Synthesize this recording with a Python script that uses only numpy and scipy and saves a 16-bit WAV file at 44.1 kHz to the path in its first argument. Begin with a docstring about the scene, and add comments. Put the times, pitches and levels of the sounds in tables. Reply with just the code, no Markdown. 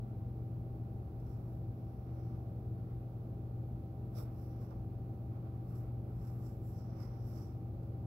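"""First comes the steady hum of a motor and the mains, with a fan's rumble, in a small workshop.
Hands and sleeves rustle on a leather boot being stitched by hand; needle and fingers make tiny ticks.
Close by on the right, nylon thread rasps as it slips through the holes: it is eased along, tugged
once, then drawn out in a long pull, and the leather creaks as the stitch tightens."""
import sys
import numpy as np
from scipy.fft import rfft, irfft, next_fast_len
from scipy.io import wavfile
from scipy.ndimage import map_coordinates

SR = 44100
rng = np.random.default_rng(int(sys.argv[2]) if len(sys.argv) > 2 else 0)


def materialize(psi):
    """Save the field psi as 16-bit PCM at rate SR to the path in sys.argv[1].

    A 1-D psi becomes a single channel; in a 2-D psi each row is a channel.
    """
    bounded = np.clip(np.atleast_2d(psi).T, -1, 1)
    quanta = np.round(bounded * 32767).astype(np.int16)
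    wavfile.write(sys.argv[1], SR, quanta)


N = 355446

# Table levels are relative: the functions scale and pan them. A "colour" is a noise's spectrum.
# tones of the motor and the mains: multiple of the base pitch, level/dB
MOTOR_TONES = [(1, -72.5), (3, -56), (4, -51), (6, -69.5), (7, -60.5), (8, -60.5), (10, -64), (13, -60.5),
               (15, -67), (22, -78), (24, -77.5)]
MAINS_TONES = [(2, -45.5), (4, -69.5), (6, -71.5), (8, -78), (12, -87.5), (16, -99.5), (20, -91)]
# the motor's whine: f/Hz, pitch wander/Hz, level/dB
WHINE_TONES = [(546, 1.8, -74.5), (779, 2.275, -69.5)]
# colour of the fan's moving air: f/Hz, level/dB
FAN_COLOUR = [(15, -30), (35, -18.5), (50, -6.5), (85, -3.5), (130, -6), (190, -13), (280, -13.5),
              (400, -17), (560, -22), (800, -25), (1000, -34), (1350, -35.5), (1750, -46.5), (3000, -65)]
# pitches the room boosts: f/Hz, width/Hz, boost/dB
ROOM_RESONANCES = [(57.7, 6.6, 8), (109.6, 7.7, 8), (167.1, 8, 8), (224, 7.3, 7), (328, 12, 4.5),
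                   (420.4, 14, 4), (655, 16, 3)]
# how alike the rumble is in both ears: f/Hz, likeness (1 = same, 0 = unrelated)
FAN_LIKENESS = [(60, 0.98), (130, 0.99), (290, 0.94), (640, 0.84), (900, 0.041), (1400, -0.29),
                (3000, -0.1)]
# which side hum and rumble lean to: f/Hz, left minus right/dB
DRONE_LEAN = [(60, 1.66), (200, 1), (380, 0), (560, -4), (720, -8), (900, -7.5), (1300, -5), (2300, 1.5)]
# colours of the background hiss and of rubbing sleeves: f/Hz, level/dB
HISS_COLOUR = [(1060, -32), (1800, -3.5), (2520, -2), (2990, -6), (4410, -7.5), (7670, -17.5),
               (9120, -17.5), (11400, -7), (12600, -5), (15100, -6), (15700, -5)]
SLEEVE_COLOUR = [(200, -12), (450, 0), (800, -0.5), (1000, -1.5), (1300, -1), (1700, -15), (2200, -14.5),
                 (3000, -24.5), (5000, -31), (8000, -50.5)]
# hands shifting on the boot: peak t/s, rise and fall/s, level/dB
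HAND_MOVES = [(.1, .35, -76.5), (1.35, .16, -72.5), (2.18, .32, -71.5), (2.85, .14, -74.5),
              (4.25, 0.22, -72), (4.65, 0.23, -71), (5.47, .22, -71), (5.79, 0.2, -68.5),
              (6.3, 0.26, -69.5), (7.03, .16, -67), (7.4, .14, -72), (7.95, 0.42, -75.5)]
# needle and finger contacts: t/s, crack level/dB, knock level/dB
CONTACTS = [(1.2, -69, -78), (1.265, -70.5, -63), (4.6128, -70, -65), (4.7067, -68, -56.5),
            (5.1394, -72.5, -79), (5.755, -71.5, -65), (7.0, -67, -63), (7.8316, -69.5, -80)]
# colours of a contact's sharp crack and dull knock: f/Hz, level/dB
CRACK_COLOUR = [(800, -6), (2500, -10), (4200, -6), (5600, 3), (6600, -13), (7800, -3.5), (9500, -18),
                (12500, -5.5), (16000, -11.5)]
KNOCK_COLOUR = [(150, -16), (450, -3), (750, 0), (1300, -5.5), (1900, -22), (4000, -38), (8000, -59)]
# thread pulls: fastest t/s, rise/s, fall/s, rasp level/dB, sizzle level/dB, fibre hiss level/dB
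THREAD_PULLS = [ (1.305, .06, .13, -86, -91, -84.5), (1.52, .11, .1, -94, -97, -84),
                (2.25, .2, .18, -86, -102, -93), (4.425, .12, .12, -84, -93, -78.5),
                (4.625, .035, .06, -85, -88, -80), (5.70, .035, .05, -87, -89, -78),
                (5.758, .013, .065, -81, -81.5, -72.5), (6.28, .09, .05, -80, -82, -78.5),
                (6.40, .25, .25, -94, -94, -79), (6.465, 0.054, .06, -78.5, -78, -80.5),
                (6.66, .035, 0.13, -92, -81, -75.5), (6.79, .07, .09, -78, -88, -90),
                (7.025, .05, 0.056, -74, -85, -75.5), (7.30, .07, .06, -82, -86, -74),
                (7.395, .11, .1, -72.5, -81, -76.5), ]
# thread running on between pulls: middle t/s, rise and fall/s, rasp level/dB
THREAD_DRAGS = [(1.9, .15, -93), (4.57, .23, -87), (7.05, .35, -81.5)]
# colours of the sliding thread and the leather it rubs: f/Hz, level/dB
RASP_COLOUR = [(2800, -23.5), (4200, -20.5), (4900, -6.5), (5400, -0.5), (5900, -2.5), (6350, -22),
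               (7200, -40)]
SIZZLE_COLOUR = [(6000, -33), (6700, -12), (7200, 0.5), (7900, -1), (8500, -11), (9600, -18.5),
                 (11000, -30)]
FIBRE_COLOUR = [(8500, -21), (10200, -11.5), (11300, -0.5), (12400, 2.5), (13700, -2), (15000, -2),
                (16000, -3.5)]
LEATHER_COLOUR = [(400, -26), (800, 0.5), (1250, 5.5), (1700, -7), (2200, -15), (2900, -26), (4500, -33)]
# pitches that ring in the tug and in the tightening stitch: f/Hz, width/Hz, level/dB
TUG_RESONANCES = [(554, 500, 16.5), (1260, 410, 10), (2290, 600, -5.5), (3660, 550, -3), (4680, 500, -4.5),
                  (5400, 640, -0.5), (7780, 1300, -4.5), (9600, 1500, -9), (11270, 1200, -2.5),
                  (12500, 1300, 0), (14700, 2400, -1.5)]
CREAK_RESONANCES = [(2040, 450, -0.5), (5150, 450, 0)]


def amp(db):
    """Turn decibels into a gain to multiply by."""
    return 10 ** (np.asarray(db) / 20)


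def unit(x):
    """Scale a sound to an average (rms) level of 1."""
    return x / np.sqrt(np.mean(x ** 2) + 1e-20)


def along(points, hz):
    """Read between the rows of a (frequency, value) table, on a log frequency scale."""
    freqs, values = np.transpose(points)
    return np.interp(np.log(hz + 1), np.log(freqs + 1), values)


def noise():
    """Separate white noise for each ear."""
    return rng.standard_normal((2, N))


def wobble(rate):
    """A smooth curve through `rate` random points a second."""
    points = rng.standard_normal(int(N * rate / SR) + 4)
    return map_coordinates(points, [np.arange(N) * rate / SR])


def swell(peak_s, rise_s, fall_s, drop_db, curve):
    """A gain of 1 at the peak, drop_db lower a rise before and a fall after; curve 1 is pointed, 2 round."""
    t = np.arange(N) / SR - peak_s
    away = np.minimum(np.abs(t) / np.where(t < 0, rise_s, fall_s), 20)
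    return amp(-drop_db * away ** curve)


def filtered(x, gain_at):
    """Turn each frequency up or down by gain_at(hz)."""
    size = next_fast_len(N + 8192)
    return irfft(rfft(x, size) * gain_at(np.fft.rfftfreq(size, 1 / SR)), size)[..., :N]


def coloured(x, colour):
    """Give a sound a colour, at level 1."""
    return unit(filtered(x, lambda hz: amp(along(colour, hz))))


def rung(x, resonances):
    """Make a sound ring around a few pitches, at level 1."""
    def peaks(hz):
        return sum(amp(db) / (1 + (2 * (hz - f) / width) ** 2) ** 1.3 for f, width, db in resonances)
    return unit(filtered(x, peaks))


def panned(x, lean_db):
    """Lean a sound left (positive) or right (negative)."""
    return x * amp([[lean_db / 2], [-lean_db / 2]])


def hum(base_hz, tones, drift, flutter_db):
    """Something turning a little unsteadily hums at multiples of its speed."""
    turns = np.cumsum(base_hz * (1 + drift * wobble(2.51))) / SR
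    sound = np.zeros(N)
    for multiple, db in tones:
        level = amp(db + flutter_db * wobble(3.6))
        sound += level * np.sin(2 * np.pi * (round(multiple) * turns + rng.random()))
    return np.sqrt(2) * sound


def machine():
    """The motor's shaft and the mains hum, along with a thin, wavering whine."""
    sound = hum(base_hz=24.9, tones=MOTOR_TONES, drift=0.00098, flutter_db=1.05)
    sound += hum(base_hz=60.02, tones=MAINS_TONES, drift=0.00022, flutter_db=1.34)
    for hz, wander_hz, db in WHINE_TONES:
        turns = np.cumsum(hz + wander_hz * wobble(8)) / SR
        sound += np.sqrt(2) * amp(db + 1.5 * wobble(6.5)) * np.sin(2 * np.pi * turns)
    return sound


def fan():
    """Moving air rumbles and the room boosts some pitches; both ears hear nearly the same bass."""
    def gains(hz):
        boost_db = sum(db * np.exp(-.5 * ((hz - f) / width) ** 2) for f, width, db in ROOM_RESONANCES)
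        spread = np.arccos(np.clip(along(FAN_LIKENESS, hz), -1, 1)) / 2
        return amp(along(FAN_COLOUR, hz) + boost_db) * [np.cos(spread), np.sin(spread)]
    shared, opposite = filtered(noise(), gains)
    return amp(-47.5) * unit(np.array([shared + opposite, shared - opposite]))


def hiss():
    """A faint, even hiss lies behind everything."""
    return panned(amp(-76) * coloured(noise(), HISS_COLOUR), lean_db=0.8)


def hands(holding_db=-86.5, patchy_db=2.3):
    """Cloth and skin brush the leather: faintly while holding it, louder when the grip shifts."""
    power = sum((amp(db + 1) * swell(t, length, length, drop_db=9.5, curve=1.3)) ** 2
                for t, length, db in HAND_MOVES)
    level = np.sqrt(amp(holding_db) ** 2 + power)
    brushing = noise() * amp(patchy_db * wobble(22))
    return panned(level * coloured(brushing, SLEEVE_COLOUR), lean_db=-6.5)


def ticks(crack_s=0.013, room_s=.16, room_db=-10, knock_s=0.13):
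    """Each touch of needle or finger makes a crack, a short answer from the room and a dull knock."""
    t = np.arange(SR // 4) / SR
    crack_fade = amp(-60 * t / crack_s) + amp(room_db - 60 * t / room_s)  # times to fade by 60 dB
    knock_fade = amp(-60 * t / knock_s) * (1 - np.exp(-t / 0.0037))
    crack, knock = np.zeros((2, N + SR))
    for start_s, crack_db, knock_db in CONTACTS:
        start = round(start_s * SR)
        crack[start:start + len(t)] += amp(crack_db) * crack_fade
        knock[start:start + len(t)] += amp(knock_db) * knock_fade
    sharp = amp(-5) * crack[:N] * coloured(noise(), CRACK_COLOUR)
    dull = amp(1) * knock[:N] * coloured(noise(), KNOCK_COLOUR)
    return panned(sharp + dull, lean_db=-7.5)


def friction(slips_per_s, flutter_db, smooth_rub):
    """Rubbing is many tiny random slips on top of a smooth hiss, different in each ear."""
    slips = (rng.random((2, N)) < slips_per_s / SR) * noise()
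    return (unit(slips) + smooth_rub * noise()) * amp(flutter_db * wobble(110))


def thread():
    """Sliding thread rasps, sizzles and hisses with each pull, and the leather rustles with the rasp."""
    power = sum(np.outer(amp(levels), swell(t, rise, fall, drop_db=10, curve=1.3)) ** 2
                for t, rise, fall, *levels in THREAD_PULLS)
    rasp, sizzle, fibres = np.sqrt(power)
    drag = sum(amp(db) * swell(t, length, length, drop_db=10, curve=2.8)
               for t, length, db in THREAD_DRAGS)
    rasp = np.hypot(rasp, drag)
    slips = friction(slips_per_s=2300, flutter_db=0.8, smooth_rub=1.2)
    sound = panned(amp(-3) * rasp * coloured(slips, RASP_COLOUR), lean_db=-16)
    sound += panned(amp(-4) * sizzle * coloured(slips, SIZZLE_COLOUR), lean_db=-13.5)
    sound += panned(amp(2.5) * fibres * coloured(slips, FIBRE_COLOUR), lean_db=-8.5)
    return sound + panned(amp(0.5) * rasp * coloured(slips, LEATHER_COLOUR), lean_db=-5)


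def tug(peak_s=4.178, lag_s=.013, rise_s=.029, fall_s=.04):
    """One short, sharp pull: the thread's rasp peaks first, the louder ringing stroke just after."""
    rasp = amp(-71.5) * swell(peak_s, rise_s, fall_s, drop_db=14, curve=1.8)
    stroke = amp(-55) * swell(peak_s + lag_s, rise_s, fall_s, drop_db=7, curve=1.6)
    slips = friction(slips_per_s=2500, flutter_db=1, smooth_rub=.7)
    sound = panned(rasp * coloured(slips, RASP_COLOUR), lean_db=-15.5)
    return sound + panned(stroke * rung(slips, TUG_RESONANCES), lean_db=-6.5)


def creak():
    """The leather creaks briefly as the stitch draws tight."""
    level = amp(-70.5) * swell(peak_s=7.025, rise_s=.035, fall_s=.045, drop_db=11, curve=1.3)
    slips = friction(slips_per_s=900, flutter_db=1.5, smooth_rub=.6)
    return panned(level * rung(slips, CREAK_RESONANCES), lean_db=-11)


def scene():
    """Close handwork over the workshop's drone and hiss."""
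    drone = filtered(machine() + fan(), lambda hz: amp(np.outer([.5, -.5], along(DRONE_LEAN, hz))))
    return drone + hiss() + hands() + ticks() + thread() + tug() + creak()


def record(dry):
    """Cut away the very highest treble."""
    top_hz = 15750
    return filtered(dry, lambda hz: hz < top_hz)


dry = scene()
out = record(dry)
materialize(out)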